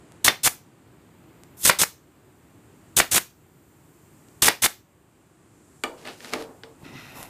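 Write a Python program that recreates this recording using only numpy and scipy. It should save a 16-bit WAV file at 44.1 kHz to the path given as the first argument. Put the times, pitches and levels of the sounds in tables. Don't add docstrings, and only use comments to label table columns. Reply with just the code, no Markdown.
import sys
import numpy as np
from scipy import signal
from scipy.fft import rfft, irfft
from scipy.io import wavfile
from scipy.ndimage import uniform_filter1d

SR = 44100
rng = np.random.default_rng(int(sys.argv[2]) if len(sys.argv) > 2 else 0)


def log_audio(samples):
    frames = np.atleast_2d(samples).T
    limited = np.clip(frames, -1, 1)
    pcm = np.round(limited * 32767).astype(np.int16)
    wavfile.write(sys.argv[1], SR, pcm)


N = 321487


def amp(db):
    return 10 ** (np.asarray(db, float) / 20)


def evened(x):
    return x / np.sqrt(np.mean(x ** 2) + 1e-20)


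def read(points, hz):
    f, value = np.transpose(points)
    return np.interp(np.log(hz + 1), np.log(f + 1), value)


def add(mix, start_s, sound):
    part = mix[round(start_s * SR):][:len(sound)]
    part += sound[:len(part)]


def noise(shape, size=N):
    gain = amp(read(shape, np.fft.rfftfreq(size, 1 / SR)))
    return evened(irfft(rfft(rng.standard_normal(size)) * gain, size))


def flutter(depth_db, span_s):
    width = max(round(span_s * SR), 2)
    slow = uniform_filter1d(uniform_filter1d(rng.standard_normal(N), width), width)
    return evened(amp(depth_db * evened(slow)))


def track(rows):
    t = np.arange(N) / SR
    s, *columns = np.transpose(rows)
    gate = np.clip(np.minimum(t - s[0], s[-1] + 0.025 - t) / 0.022, 0, 1)
    return gate, [np.interp(t, s, c) for c in columns]


# start in seconds, rise in seconds, jet level at first in dB, jet level at last in dB.
PUFFS = [(.2412, 0.0053, -9.5, -15), (.257, 0.0023, -14.5, -17), (.43, 0.0044, -23, -11),
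         (.455, 0.0016, -12, -13.5), (1.563, .0075, -52, -32.5), (1.629, .002, -32.5, -20.5),
         (1.6477, 0.0021, -13, -12.5), (1.669, 0.0034, -13, -15.5), (1.785, 0.0038, -18.5, -12.5),
         (1.813, 0.0016, -9, -15.5), (2.9613, 0.0064, -14, -10), (2.972, 0.0019, -10.5, -13.5),
         (2.984, 0.0014, -9.5, -17.5), (3.107, 0.0084, -18, -13.5), (3.141, .002, -11.5, -11.5),
         (3.155, .002, -8, -14.5), (4.418, 0.0043, -7.5, -14.5), (4.442, 0.0018, -6, -17),
         (4.452, 0.003, -12, -12), (4.617, .006, -12.5, -11), (4.638, 0.0024, -6.5, -14)]
# frequency in Hz, relative level in dB.
JET_SPECTRUM = [(1500, -27.5), (2900, -10), (3800, -7), (5000, -7), (6200, -4), (8300, -2), (11000, -5.5),
                (12500, -8.5), (14500, -9)]
ROAR_SPECTRUM = [(30, -39), (100, -17), (200, -5.5), (300, -4.5), (500, -4), (950, -4), (1700, -3),
                 (2800, -4), (5500, -16)]
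PORT_SPECTRUM = [(3000, -30.5), (3350, -5.5), (3540, 0), (3750, -5), (4100, -30)]
GUST_SPECTRUM = [(25, -31.5), (50, -12), (90, 0), (140, -2.5), (250, -15), (400, -35.5)]
ROAR_DB, ROAR_LAST_DB, ROAR_PER_DB = -8, -6, 0.93
WHISTLE_DB, WHISTLE_LAST_DB, GUST_DB, BLEED_DB = -16, -16, -23, -17
THIN_DB, THIN_SPAN_DB = -38.25, 13.5
PAUSE_S, SHUT_S = .0015, 0.0056


def air():
    jet, pipe, roar, bleed = np.zeros((4, N))
    starts = np.array(PUFFS)[:, 0]
    shuts = np.array(BLOWS)[:, 0] + SHUT_S
    for s, rise_s, first_db, last_db in PUFFS:
        shut_s = shuts[shuts > s][0]
        length_s = np.append(starts[starts > s] - PAUSE_S, shut_s).min() - s
        last = s + length_s > shut_s - 1e-4
        t = np.arange(0, length_s + .2, 1 / SR)
        flow_db = first_db + (last_db - first_db) * np.minimum(t / length_s, 1)
        flow = amp(flow_db) * np.clip(t / rise_s, 0, 1) ** 3
        since_shut = np.maximum(t - length_s, 0)
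        bleed_gate = np.exp(-since_shut / 0.03) * (1 - np.exp(-since_shut / .002))
        add(bleed, s, amp(BLEED_DB) * flow * bleed_gate)
        flow *= np.exp(-since_shut / 0.0014)
        add(jet, s, flow)
        add(pipe, s, amp(WHISTLE_LAST_DB if last else WHISTLE_DB) * flow)
        roar_db = ROAR_LAST_DB if last else ROAR_DB
        roar_db += ROAR_PER_DB * ((first_db + last_db) / 2 + 12)
        add(roar, s + 0.0017, amp(roar_db) * flow)
    thin = noise([(3000, -19), (7000, -4), (11000, -1.0), (15000, -2.5)])
    full = np.clip((20 * np.log10(jet + 1e-9) - THIN_DB) / THIN_SPAN_DB, 0, 1)
    texture = np.sqrt(full) * noise(JET_SPECTRUM) + np.sqrt(1 - full) * thin
    hiss = jet * flutter(2.2, .0003) * texture
    whistle = (.4 + .6 * full) * pipe * noise(PORT_SPECTRUM)
    buffet = amp(GUST_DB) * uniform_filter1d(jet, 200) * noise(GUST_SPECTRUM)
    low_roar = roar * flutter(4.4, 0.0005) * noise(ROAR_SPECTRUM)
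    return hiss + whistle + low_roar + bleed * thin, buffet


# start in seconds, slap level in dB, steel ring level in dB.
BLOWS = [(0.2804, 5, -12.5), (0.475, -4, -42.5), (1.6963, 5.5, -37), (1.8347, -2.5, -46.5),
         (3.001, 4.5, -32.5), (3.1803, -2, -38.5), (4.4826, 6.5, -24), (4.661, 0.5, -32)]
# frequency in Hz, relative level in dB.
PLYWOOD_SPECTRUM = [(30, -40.5), (100, -15), (300, -7), (730, -6), (1300, -7), (2000, -4), (3000, -8.5),
                    (5000, -12.5), (10000, -32.5)]
STEEL_HZ, STEEL_T60_S = 3569, .09
SLAP_HZ = 2000
RATTLE_DB, RATTLE_PER_DB = -11, 2


def piston():
    out = np.zeros(N)
    t = np.arange(round(.15 * SR)) / SR
    for s, slap_db, steel_db in BLOWS:
        u = (t - .0004) * SLAP_HZ
        slap = np.sin(2 * np.pi * u) * np.exp(-(u / np.where(u < 0, .55, .8)) ** 2)
        thud = 0.35 * np.sin(2 * np.pi * 0.52 * u) * np.exp(-(u / 1.1) ** 2)
        late = np.maximum(t - .0022, 0)
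        shake = (1 - np.exp(-late / 0.00014)) * (np.exp(-late / 0.00092) + 0.16 * np.exp(-late / 0.025))
        rattle = shake * noise(PLYWOOD_SPECTRUM, size=len(t))
        steel = np.sin(2 * np.pi * STEEL_HZ * t) * amp(-60 * t / STEEL_T60_S) * np.clip(t / .004, 0, 1)
        rattle_db = RATTLE_DB + RATTLE_PER_DB * slap_db
        blow = amp(slap_db) * (slap + thud) + amp(rattle_db) * rattle + amp(steel_db) * steel
        add(out, s, blow)
    return out


# start in seconds, crack level in dB, crack treble tilt in dB (x2 at 8 kHz, x3 at 15 kHz),
# bench ring level in dB, ring tilt in dB per octave.
KNOCKS = [(5.8367, -9.5, 2.5, -16.5, 7), (6.053, -25.5, -14, -41, -1), (6.073, -23, -16, -36.5, 3),
          (6.205, -32.5, -7, -53, 3), (6.2463, -25.5, 0, -43, -10), (6.3275, -34, -6, -54, -9),
          (6.3354, -10.5, 1.5, -16, -0.5), (6.36, -42, -4, -26, -1), (6.49, -55, -8, -35.5, -6.5),
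          (6.635, -26, -5, -34, -1)]


def knocks():
    out = np.zeros(N)
    t = np.arange(SR // 2) / SR
    settle = flutter(1.8, 0.0087)
    for s, crack_db, tilt_db, ring_db, ring_tilt_db in KNOCKS:
        colour = [(50, -50), (300, -25), (1000, 9.5), (2000, 18), (5000, 6.5),
                  (8000, 1 + 2 * tilt_db), (15000, 3 * tilt_db - 17)]
        crack = noise(colour, size=len(t)) * np.clip(t / .0006, 0, 1)
        crack *= np.exp(-t / 0.0012) + 0.15 * np.exp(-t / 0.0095)
        body = noise([(150, -15), (300, 0.0), (500, 0.5), (900, -4), (1500, -15.0), (3000, -35)], size=len(t))
        body *= 0.21 * amp(-60 * t / 0.54) * np.clip(t / 0.0055, 0, 1)
        wobble = settle[round(s * SR):][:len(t)]
        ring = wobble * bench_ring(ring_tilt_db) + body
        add(out, s, amp(crack_db) * crack + amp(ring_db) * ring)
    return out


# frequency in Hz, level in dB, T60 in seconds.
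BENCH_MODES = [(256.6, -11.5, 0.24), (357, -6, 0.078), (451.8, -7.5, 0.3), (609, -18, 0.22),
               (720, -17, 0.097), (810, -15.5, 0.14), (936, -17.5, 0.077), (1224, -15, 0.14),
               (1490, -23, 0.071), (1770, -25, 0.14), (2367, -16, 0.036), (2930, -27, 0.071),
               (3360, -41, 0.16)]


def bench_ring(tilt_db_per_octave):
    t = np.arange(SR // 2) / SR
    hz, db, t60_s = np.transpose(BENCH_MODES)[:, :, None]
    phase, split, twin_phase = rng.random((3, len(BENCH_MODES), 1))
    twin_hz = hz * (1 + 0.11 * (split - .5))
    pair = np.sin(2 * np.pi * (hz * t + phase)) + 0.38 * np.sin(2 * np.pi * (twin_hz * t + twin_phase))
    level_db = db + tilt_db_per_octave * np.log2(hz / 450) - 60 * t / t60_s
    return (amp(level_db) * pair).sum(0) * np.clip(t / 0.0021, 0, 1)


# time in seconds, scrape level in dB, treble level against it in dB.
DRAG = [(5.96, -55, -1), (6.045, -49, -4.5), (6.055, -39, -8), (6.09, -32.5, -13.5), (6.172, -59, 5),
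        (6.254, -42, -2.5), (6.32, -45, -4), (6.336, -26, -9), (6.362, -44, -6), (6.424, -39, -7.5),
        (6.5, -87, -9)]
# frequency in Hz, relative level in dB.
CARD_SPECTRUM = [(40, -14), (200, -5), (500, 6.5), (1000, -2), (2800, 0), (3100, -3.5), (4400, -6),
                 (7000, -26), (15000, -45)]
CARD_TREBLE_SPECTRUM = [(2000, -9), (5000, 1.5), (8000, -2.5), (11400, -6), (15000, -13)]
DRAG_RING_DB = -1.5


def drag():
    gate, (scrape_db, treble_db) = track(DRAG)
    grit = flutter(2.0, 0.0026)
    ring = evened(signal.fftconvolve(grit * rng.standard_normal(N), bench_ring(0))[:N])
    scrape = grit * (noise(CARD_SPECTRUM) + amp(treble_db) * noise(CARD_TREBLE_SPECTRUM))
    return gate * amp(scrape_db) * (scrape + amp(DRAG_RING_DB) * ring)


# start in seconds, level in dB, pitch in Hz.
TICKS = [(0.1211, -31.5, 9000), (1.4357, -27.5, 8200), (4.286, -34.5, 7100), (6.075, -23, 9000),
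         (6.426, -32, 9000), (6.442, -31, 10000), (7.2292, -16, 10900), (7.236, -25, 11000)]


def ticks():
    out = np.zeros(N)
    t = np.arange(200) / SR
    for s, level_db, hz in TICKS:
        add(out, s, amp(level_db) * (0.43 + np.sin(2 * np.pi * hz * t)) * np.exp(-t / .0001))
    return out


# time in seconds, level of the rub on the shell in dB, level of the dry skin slide in dB.
HAND = [(6.78, -68, -69.5), (6.826, -65, -64), (6.85, -44.5, -67), (6.92, -51.5, -71), (6.964, -43, -60.5),
        (7.14, -49.5, -57.5), (7.165, -47.5, -48.5), (7.214, -47.5, -47), (7.29, -54.5, -58)]
# frequency in Hz, width in Hz, level in dB.
SHELL = [(1430, 290, 0), (1990, 170, 3.5), (2630, 350, 0.5), (3640, 210, -2.5), (4200, 120, -4),
         (3000, 540, -6.5), (5270, 1200, -11)]
# frequency in Hz, relative level in dB.
SKIN_SPECTRUM = [(4500, -19), (5300, -4), (6200, -6), (7500, 1), (8500, -8), (9700, -1), (11500, -2),
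                 (12900, 3), (15000, -10)]
RUSTLE_SKIN_DB, RUSTLE_THUMP_DB = 3.5, -14.5


def hand():
    gate, (rub_db, skin_db) = track(HAND)
    hz = np.fft.rfftfreq(N, 1 / SR)
    shell = sum(amp(db) / (1 + 1.3j * (hz - f) / width) ** 2 for f, width, db in SHELL)
    rub = evened(irfft(rfft(rng.standard_normal(N)) * shell, N))
    thump = noise([(70, -23), (140, 6), (190, -10), (253, 2.5), (380, -8.0), (600, -48)])
    thump *= flutter(4.6, 0.0068)
    fingers = landings()
    rustle = noise([(450, -5.5), (700, 0), (1050, -2.5), (1500, -23.5)])
    rustle *= amp(skin_db + RUSTLE_SKIN_DB) + amp(RUSTLE_THUMP_DB) * fingers
    dry_rub = amp(rub_db) * rub + amp(skin_db) * noise(SKIN_SPECTRUM) + rustle
    return gate * (flutter(1.4, 0.0012) * dry_rub + fingers * thump)


# peak time in seconds, level in dB.
THUMPS = [(6.849, -40.5), (6.924, -40), (7.126, -50), (7.28, -55)]
THUMP_RISE_S, THUMP_FALL_S = 0.037, 0.061


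def landings():
    t = np.arange(N) / SR
    return sum(amp(db) * np.exp(-abs(t - s) / np.where(t < s, THUMP_RISE_S, THUMP_FALL_S))
               for s, db in THUMPS)


# time in seconds, hiss level in dB, level of its top band in dB.
LEAK_LEVELS = [(0, -66.5, -77), (1.5, -68.5, -66), (2.899, -64.5, -67.5), (3.5, -64.5, -62.5),
               (4.35, -61, -63.5), (4.85, -66.5, -66), (5.4, -64, -71.5), (5.8, -58.5, -68),
               (6.4, -61, -63.5), (7.29, -68, -79)]
# frequency in Hz, relative level in dB.
HUM_SPECTRUM = [(15, -63.5), (25, -40.5), (58, -7), (113, 0.5), (172, -1.5), (205, -6), (280, -3),
                (350, -3), (488, -12.5), (582, -13.5), (1080, -16), (2810, -25), (5000, -34), (6500, -63),
                (11000, -120)]
LEAK_SPECTRUM = [(2650, -40.5), (4500, -11), (5350, -11), (6640, -5.5), (7440, 0), (9020, -4), (9980, -8.5),
                 (10800, -9.5), (11500, -9), (15000, -40.5), (22000, -120)]
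LEAK_TOP_SPECTRUM = [(10500, -24), (12000, -8.5), (13200, 0), (14200, -7), (15000, -5.5)]
HUM_DB = -51.5


def shop():
    t = np.arange(N) / SR
    s, *levels = np.transpose(LEAK_LEVELS)
    leak, top = (amp(np.interp(t, s, db)) for db in levels)
    hum = amp(HUM_DB) * noise(HUM_SPECTRUM) * flutter(0.22, 0.043)
    return hum + leak * noise(LEAK_SPECTRUM) + top * noise(LEAK_TOP_SPECTRUM)


# frequency in Hz, T60 in seconds.
WALLS = [(100, 0.5), (500, 0.24), (2000, 0.23), (6000, 0.3), (10000, 0.2), (14000, 0.29)]


def room(x):
    out = np.zeros(N)
    turn = np.arange(N) / SR / .11
    for k in range(3):
        hz, t, z = signal.stft(rng.standard_normal(SR // 2), SR, nperseg=256)
        decay = amp(-60 * t / read(WALLS, hz)[:, None])
        tail = signal.istft(z * decay, SR, nperseg=256)[1]
        tail *= np.clip((np.arange(len(tail)) / SR - .004) / 0.0058, 0, 1)
        share = np.sqrt(2 / 3) * np.cos(np.pi * (turn + k / 3))
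        out += signal.fftconvolve(x * share, tail / np.linalg.norm(tail))[:N]
    return out


def scene():
    vent, buffet = air()
    blows = piston()
    bench = knocks() + drag() + ticks()
    echoes = room(amp(-17) * vent + amp(-16.5) * blows + amp(-11.5) * bench)
    return (vent + buffet + blows + bench + echoes + hand() + shop())[None]


LOUD_DB, LOUD_SPAN_DB = -28, 6
SINK_DB_PER_S, CREEP_DB_PER_S, FIRST_GAIN_DB = 39, 3.5, 0
EDGE_HZ = 15050


def record(dry):
    power_db = 10 * np.log10(abs(uniform_filter1d(dry[0] ** 2, size=400)) + 1e-12)
    loud = np.clip((power_db - LOUD_DB) / LOUD_SPAN_DB, 0, 1)
    drift_db = FIRST_GAIN_DB + np.cumsum(CREEP_DB_PER_S - SINK_DB_PER_S * loud) / SR
    gain_db = drift_db - np.maximum.accumulate(np.maximum(drift_db, 0))
    levelled = dry * amp(gain_db)
    rounded = levelled / (1 + levelled ** 4) ** .25
    low_pass = signal.firwin(511, EDGE_HZ, window=("kaiser", 9), fs=SR)
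    return signal.oaconvolve(rounded, low_pass[None], "same")


dry = scene()
out = record(dry)
log_audio(out)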